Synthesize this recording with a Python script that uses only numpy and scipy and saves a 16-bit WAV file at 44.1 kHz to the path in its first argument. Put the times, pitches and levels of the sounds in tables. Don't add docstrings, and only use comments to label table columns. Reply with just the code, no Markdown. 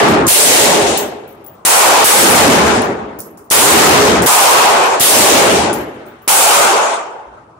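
import sys
import numpy as np
from scipy import signal
from scipy.io import wavfile
from scipy.ndimage import uniform_filter1d

SR = 44100
rng = np.random.default_rng(int(sys.argv[2]) if len(sys.argv) > 2 else 0)


def dump(signal):
    limited = np.clip(np.atleast_2d(signal).T, -1, 1)
    pcm = np.round(limited * 32767).astype(np.int16)
    wavfile.write(sys.argv[1], SR, pcm)


def level_to_linear(level):
    exponent = np.asarray(level, float) / 20
    return 10 ** exponent


N = 334719

# start in seconds, blast in dB over full scale, extra bass in dB,
# extra treble in dB, decay stretch as a factor.
RIFLE_SHOTS = [
    (-.45, 54, -1, -15, 0.89),
    (0.278, 46, -10.5, 1, 0.97),
    (2.0431, 50, -2.5, -3, 1.037),
    (3.5104, 58, -2.5, -1.5, 0.87),
    (5.0049, 51.5, -7, -1, 0.875),
]
LIGHT_SHOTS = [
    (1.6503, 59, -4, 1.5, 0.57),
    (4.2608, 45.5, -4.5, -4.5, 1),
    (6.2772, 38.5, -5.5, 1.5, .96),
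]
# start in seconds, level in dB.
FIZZ = [
    (0.2672, -14),
    (2.037, -11),
    (3.502, -18),
    (4.997, -14.5),
]
# frequency in Hz, density in dB per Hz.
RIFLE_SPECTRUM = [(40, -11.5), (65, 0), (110, -7), (200, -7), (400, -3), (800, -0.5), (1400, -4),
                  (1800, -5.5), (3000, -6), (5000, -9), (7000, -4.5), (9500, 2), (12000, -4), (16000, -5)]
# frequency in Hz, density in dB per Hz.
LIGHT_SPECTRUM = [(40, -33), (90, -30), (200, -27.5), (350, -8.5), (800, 4.5), (1450, -2.5), (1750, -7.5),
                  (2500, -4), (4500, -10.5), (7000, -3), (9500, 2.5), (12000, -6.5), (16000, -3)]
# extra middle in dB, share of the extra bass that the middle follows,
# left minus right in dB.
RIFLE_PLACE = (3.9, 1.09, 3)
LIGHT_PLACE = (3.5, 0.18, 1.5)
# frequency in Hz, t60 in seconds.
HALL_T60_S = [(60, 1.056), (250, 1.082), (600, .95), (1200, 0.89), (2500, 0.77), (5000, 0.68), (7000, 0.66),
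              (10000, 0.52), (15000, .395)]
# frequency in Hz, level in dB re the first tail.
FAR_TAIL_DB = [(60, -54), (200, -52.5), (600, -47.5), (1500, -31.5), (4000, -46.5), (15000, -76)]
# frequency in Hz, correlation.
LIKENESS = [(60, 0.98), (180, 1), (300, 0.9), (600, 0.43), (1400, -0.0091), (5000, -.05)]
# frequency in Hz, left minus right in dB.
BALANCE_DB = [(60, -9), (180, -1.5), (550, -3), (1650, 1), (4970, 1.5), (15000, 2)]
# frequency in Hz, width in Hz, lift in dB.
LANE_MODES = [(225, 59, 4), (336, 49, 4.5), (410.2, 37, 6.5), (573, 82, 2), (834, 100, 2.5)]
# start in seconds, tick in dB, lower ring in dB, upper ring in dB,
# left minus right in dB.
BOUNCES = [(0.0846, -13.5, -32, -28.5, -8.5), (0.9747, -10, -24.5, -16.5, -5), (1.276, -54, -52.5, -41, 5),
           (1.4426, -60, -65, -43, 13), (1.4638, -52, -64, -44, 20), (1.5514, -60, -72, -69, 9),
           (2.8195, -25.5, -48.5, -44, 16), (3.188, -31, -38, -27, 4), (3.2035, -28, -42, -37, -7.5),
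           (3.373, -43, -42, -49, -5), (3.4416, -62, -70, -56, 3), (4.221, -5.5, -20, -16, -4.5),
           (4.7894, -34.5, -49.5, -33, -0.5), (4.849, -36.5, -32, -40.5, 2), (5.7304, -23, -35.5, -32.5, 9),
           (5.7373, -18.5, -63, -29, 9), (5.939, -59, -58, -70, -3.5), (6.057, -55, -70, -49, 4),
           (6.0646, -53, -71, -46, 5), (6.219, -62, -61, -46, 3)]
# frequency in Hz, level in dB, t60 in seconds.
LOWER_RING = [(11340, -4, .22), (11420, 0.5, .34)]
# frequency in Hz, level in dB, t60 in seconds.
UPPER_RING = [(15000, -5, .2), (15150, -1, .22), (15410, -1, .25), (15640, -6, .18)]
# frequency in Hz, level in dB, t60 in seconds.
TICK_MODES = [(5500, -10, 0.0041), (6630, -16, 0.0079), (8640, 4, 0.0048), (9500, 10, 0.0056),
              (12960, -10.5, .005)]
# frequency in Hz, density in dB per Hz.
VENT_SPECTRUM = [(18, -48), (30, -21.5), (118, 1), (170, -7), (473, -6), (526, -4), (1280, -2.5),
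                 (1720, -26.5), (8520, -35.5), (16000, -46.5)]
# start in seconds, level in dB, frequency in Hz, t60 in seconds.
HANDLING_BUMP = (7.265, -46, 57, 0.5)

ENVELOPE_STEP = 8
DUCK_DB, CLIP_LEVEL = 6, 0.48


def at_hz(points, hz):
    table_hz, values = np.transpose(points)
    return np.interp(np.log(hz), np.log(table_hz), values)


def sides(left_minus_right_db):
    return level_to_linear(np.array([[0.5], [-0.5]]) * left_minus_right_db)


def drift(rate_hz, count):
    settle = 3000
    r = np.exp(-2 * np.pi * ENVELOPE_STEP * rate_hz / SR)
    slow = signal.lfilter([1], [1, -2 * r, r * r], rng.standard_normal(count + settle))[settle:]
    return slow / slow.std()


def ring(clicks, hz, t60_s):
    r = level_to_linear(-60 / (t60_s * SR))
    w = 2 * np.pi * hz / SR
    return signal.lfilter([0, np.sin(w)], [1, -2 * r * np.cos(w), r * r], clicks + 1e-18)


def filtered(order, hz, kind, x):
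    return signal.sosfilt(signal.butter(order, hz, kind, fs=SR, output="sos"), x)


def ventilation_power(centres_hz, widths_hz):
    level_db, pan_db = -44.5, 3
    spectrum_db = at_hz(VENT_SPECTRUM, centres_hz)
    total = np.sum(level_to_linear(spectrum_db) ** 2 * widths_hz)
    level = level_to_linear(level_db - DUCK_DB + spectrum_db) * sides(pan_db)
    return level ** 2 / total * (1 + (120 / centres_hz) ** 4)


def handling():
    s, level_db, hz, t60_s = HANDLING_BUMP
    click = np.zeros(N)
    click[int(s * SR)] = level_to_linear(level_db + 12)
    return filtered(2, 90, "low", ring(click, hz, t60_s))


def case_modes(at, strength_db, pan_db, modes):
    out, clicks = np.zeros((2, N)), np.zeros((2, N))
    clicks[:, at] = level_to_linear(strength_db) * sides(pan_db)
    chatter = signal.lfilter([0.3], [1, -level_to_linear(-60 / (0.014 * SR))], clicks)
    strikes = chatter * rng.standard_normal((2, N))
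    for hz, level_db, t60_s in modes:
        spin = np.repeat(drift(70, N // ENVELOPE_STEP + 1), ENVELOPE_STEP)[:N]
        out += level_to_linear(level_db) * (1 + 1.7 * spin) * ring(strikes, hz, t60_s)
    return out


def wall_wash(at, wash_db):
    clicks = np.zeros(N)
    clicks[at] = level_to_linear(wash_db)
    wash = signal.lfilter([1], [1, -level_to_linear(-60 / (0.25 * SR))], clicks)
    return filtered(4, [5000, 12500], "band", 1.7 * wash * rng.standard_normal((2, N)))


def cases():
    s, tick_db, lower_db, upper_db, pan_db = np.transpose(BOUNCES)
    at = (s * SR).astype(int)
    tick_share = 0.67
    wash_db = -4.5 + tick_share * tick_db + (1 - tick_share) * lower_db
    out = case_modes(at, tick_db - 8.5, pan_db, TICK_MODES)
    out += case_modes(at, lower_db - 7, pan_db, LOWER_RING)
    out += case_modes(at, upper_db - 13, pan_db, UPPER_RING)
    return out + wall_wash(at, wash_db)


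def action_fizz():
    t, gate = np.arange(N) / SR, np.zeros(N)
    for s, level_db in FIZZ:
        gate += level_to_linear(level_db - 400 * np.abs(t - s)) * (t > s) * (t < s + 0.02)
    return filtered(2, [5500, 12000], "band", 3.6 * gate * rng.standard_normal((2, N)))


def lane_modes(x):
    out = x
    for hz, width_hz, lift_db in LANE_MODES:
        r = np.exp(-np.pi * width_hz / SR)
        poles = [1, -2 * r * np.cos(2 * np.pi * hz / SR), r * r]
        peak = signal.lfilter(np.array([1, 0, -1]) * (1 - r * r) / 2, poles, x)
        out = out + (level_to_linear(lift_db) - 1) * peak
    return out


def roar_power(shots, place, spectrum, hz, t):
    heard_s, far_t60_s, far_pan_db = 2.2, 1.394, 1.5
    return_s, return_spread_s, return_db = 0.7, 0.11, 9
    far_evens = 0.37
    power = np.zeros((2, len(t)))
    middle_db, middle_follows, pan_db = place
    bass_share = 1 / (1 + (hz / 330) ** 4)
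    middle_share = np.exp(-(np.log2(hz / 1300) / 0.69) ** 2)
    treble_share = 1 / (1 + (3000 / hz) ** 2)
    bend = 0.95 + 0.19 * hz / (hz + 6000)
    rise_s = 0.0011 + (45 / hz) ** 1.2 / 4
    for s, blast_db, bass_db, treble_db, stretch in shots:
        heard = slice(*np.searchsorted(t, [s, s + heard_s]))
        age = t[heard] - s
        swell = 1 - np.exp(-age / rise_s)
        decay_db = -60 * (age / (stretch * at_hz(HALL_T60_S, hz))) ** bend
        backstop = np.exp(-((age - stretch * return_s) / return_spread_s) ** 2)
        first = level_to_linear(decay_db + treble_share * return_db * backstop) * sides(pan_db)
        far_db = at_hz(FAR_TAIL_DB, hz) - far_evens * middle_share * middle_follows * bass_db
        second = level_to_linear(far_db - 60 * age / far_t60_s) * sides(far_pan_db)
        colour_db = bass_share * bass_db + treble_share * treble_db
        colour_db += middle_share * (middle_db + middle_follows * bass_db)
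        level = level_to_linear(blast_db + at_hz(spectrum, hz) + colour_db - 44.5)
        power[:, heard] += level ** 2 * swell ** 3 * (first ** 2 + second ** 2)
    return power


def hall():
    t = np.arange(0, N, ENVELOPE_STEP) / SR
    edges_hz = 35 * 2 ** (np.arange(37) / 4)
    centres_hz = np.sqrt(edges_hz[1:] * edges_hz[:-1])
    vent = ventilation_power(centres_hz, np.diff(edges_hz))
    white = rng.standard_normal((2, 2, N))
    together_db = 0.8 * drift(15, len(t))
    out = np.zeros((2, N))
    for k, hz in enumerate(centres_hz):
        mid, side = filtered(3, edges_hz[k:k + 2], "band", white[k % 2]) * np.sqrt(SR / 4)
        alike = np.clip(at_hz(LIKENESS, hz), -1, 1)
        noise = np.sqrt(1 + alike) * mid + np.sqrt(1 - alike) * side * [[1], [-1]]
        power = roar_power(RIFLE_SHOTS, RIFLE_PLACE, RIFLE_SPECTRUM, hz, t)
        power += roar_power(LIGHT_SHOTS, LIGHT_PLACE, LIGHT_SPECTRUM, hz, t)
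        power += vent[:, k:k + 1]
        flutter = level_to_linear(together_db + (1.7 + 200 / (hz + 100)) * drift(12, len(t)))
        envelope = np.sqrt(power) * flutter * sides(at_hz(BALANCE_DB, hz))
        out += np.repeat(envelope, ENVELOPE_STEP, axis=1)[:, :N] * noise
    return out


def blast_fronts():
    out, length = np.zeros(N), int(0.0025 * SR)
    pulse = np.linspace(1, -1, length)
    for s, blast_db, *_ in RIFLE_SHOTS[1:] + LIGHT_SHOTS:
        for delay_s, path_db in ((0, -24), (0.0023, -21), (0.0041, -21)):
            at = int((s + delay_s) * SR)
            out[at:at + length] += level_to_linear(blast_db + path_db) * pulse
    return out


def scene():
    return lane_modes(hall()) + blast_fronts() + action_fizz() + cases() + handling()


def overload(x):
    knee = 3.7
    return x / (1 + np.abs(x / CLIP_LEVEL) ** knee) ** (1 / knee)


def gain_control(x):
    recover_s = 0.36
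    t = np.arange(N) / SR
    loud = np.max(np.abs(x), axis=0) > 0.6 * CLIP_LEVEL
    since_s = t - np.maximum.accumulate(np.where(loud, t, -1))
    return x * level_to_linear(DUCK_DB * (1 - np.exp(-(since_s / recover_s) ** 2)))


def wind_filter(x):
    low = signal.sosfiltfilt(signal.butter(2, 280, fs=SR, output="sos"), x)
    products = np.array([low[0] * low[1], low[0] ** 2, low[1] ** 2])
    cross, left, right = uniform_filter1d(products, size=4096)
    alike = np.clip(1.48 * cross / np.sqrt(left * right + 1e-20), 0.5, 1)
    return x - (1 - alike) * low


def top_mute(x):
    band = signal.butter(4, [11750, 14800], "band", fs=SR, output="sos")
    top = signal.sosfiltfilt(band, x)
    limit = level_to_linear(-37) ** 2 * uniform_filter1d(x ** 2, size=1024)
    masked = uniform_filter1d(top ** 2, size=1024) < limit
    return x - 0.67 * top * uniform_filter1d(masked.astype(float), size=256)


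def band_limit(x):
    return signal.sosfilt(signal.butter(12, 16460, fs=SR, output="sos"), x)


def record(dry):
    x = wind_filter(gain_control(overload(dry)))
    x = filtered(2, 105, "high", x)
    x = filtered(1, 15000, "low", x)
    x = signal.sosfilt(signal.ellip(10, 0.5, 50, 15750, fs=SR, output="sos"), x)
    return band_limit(top_mute(x))


dry = scene()
out = record(dry)
dump(out)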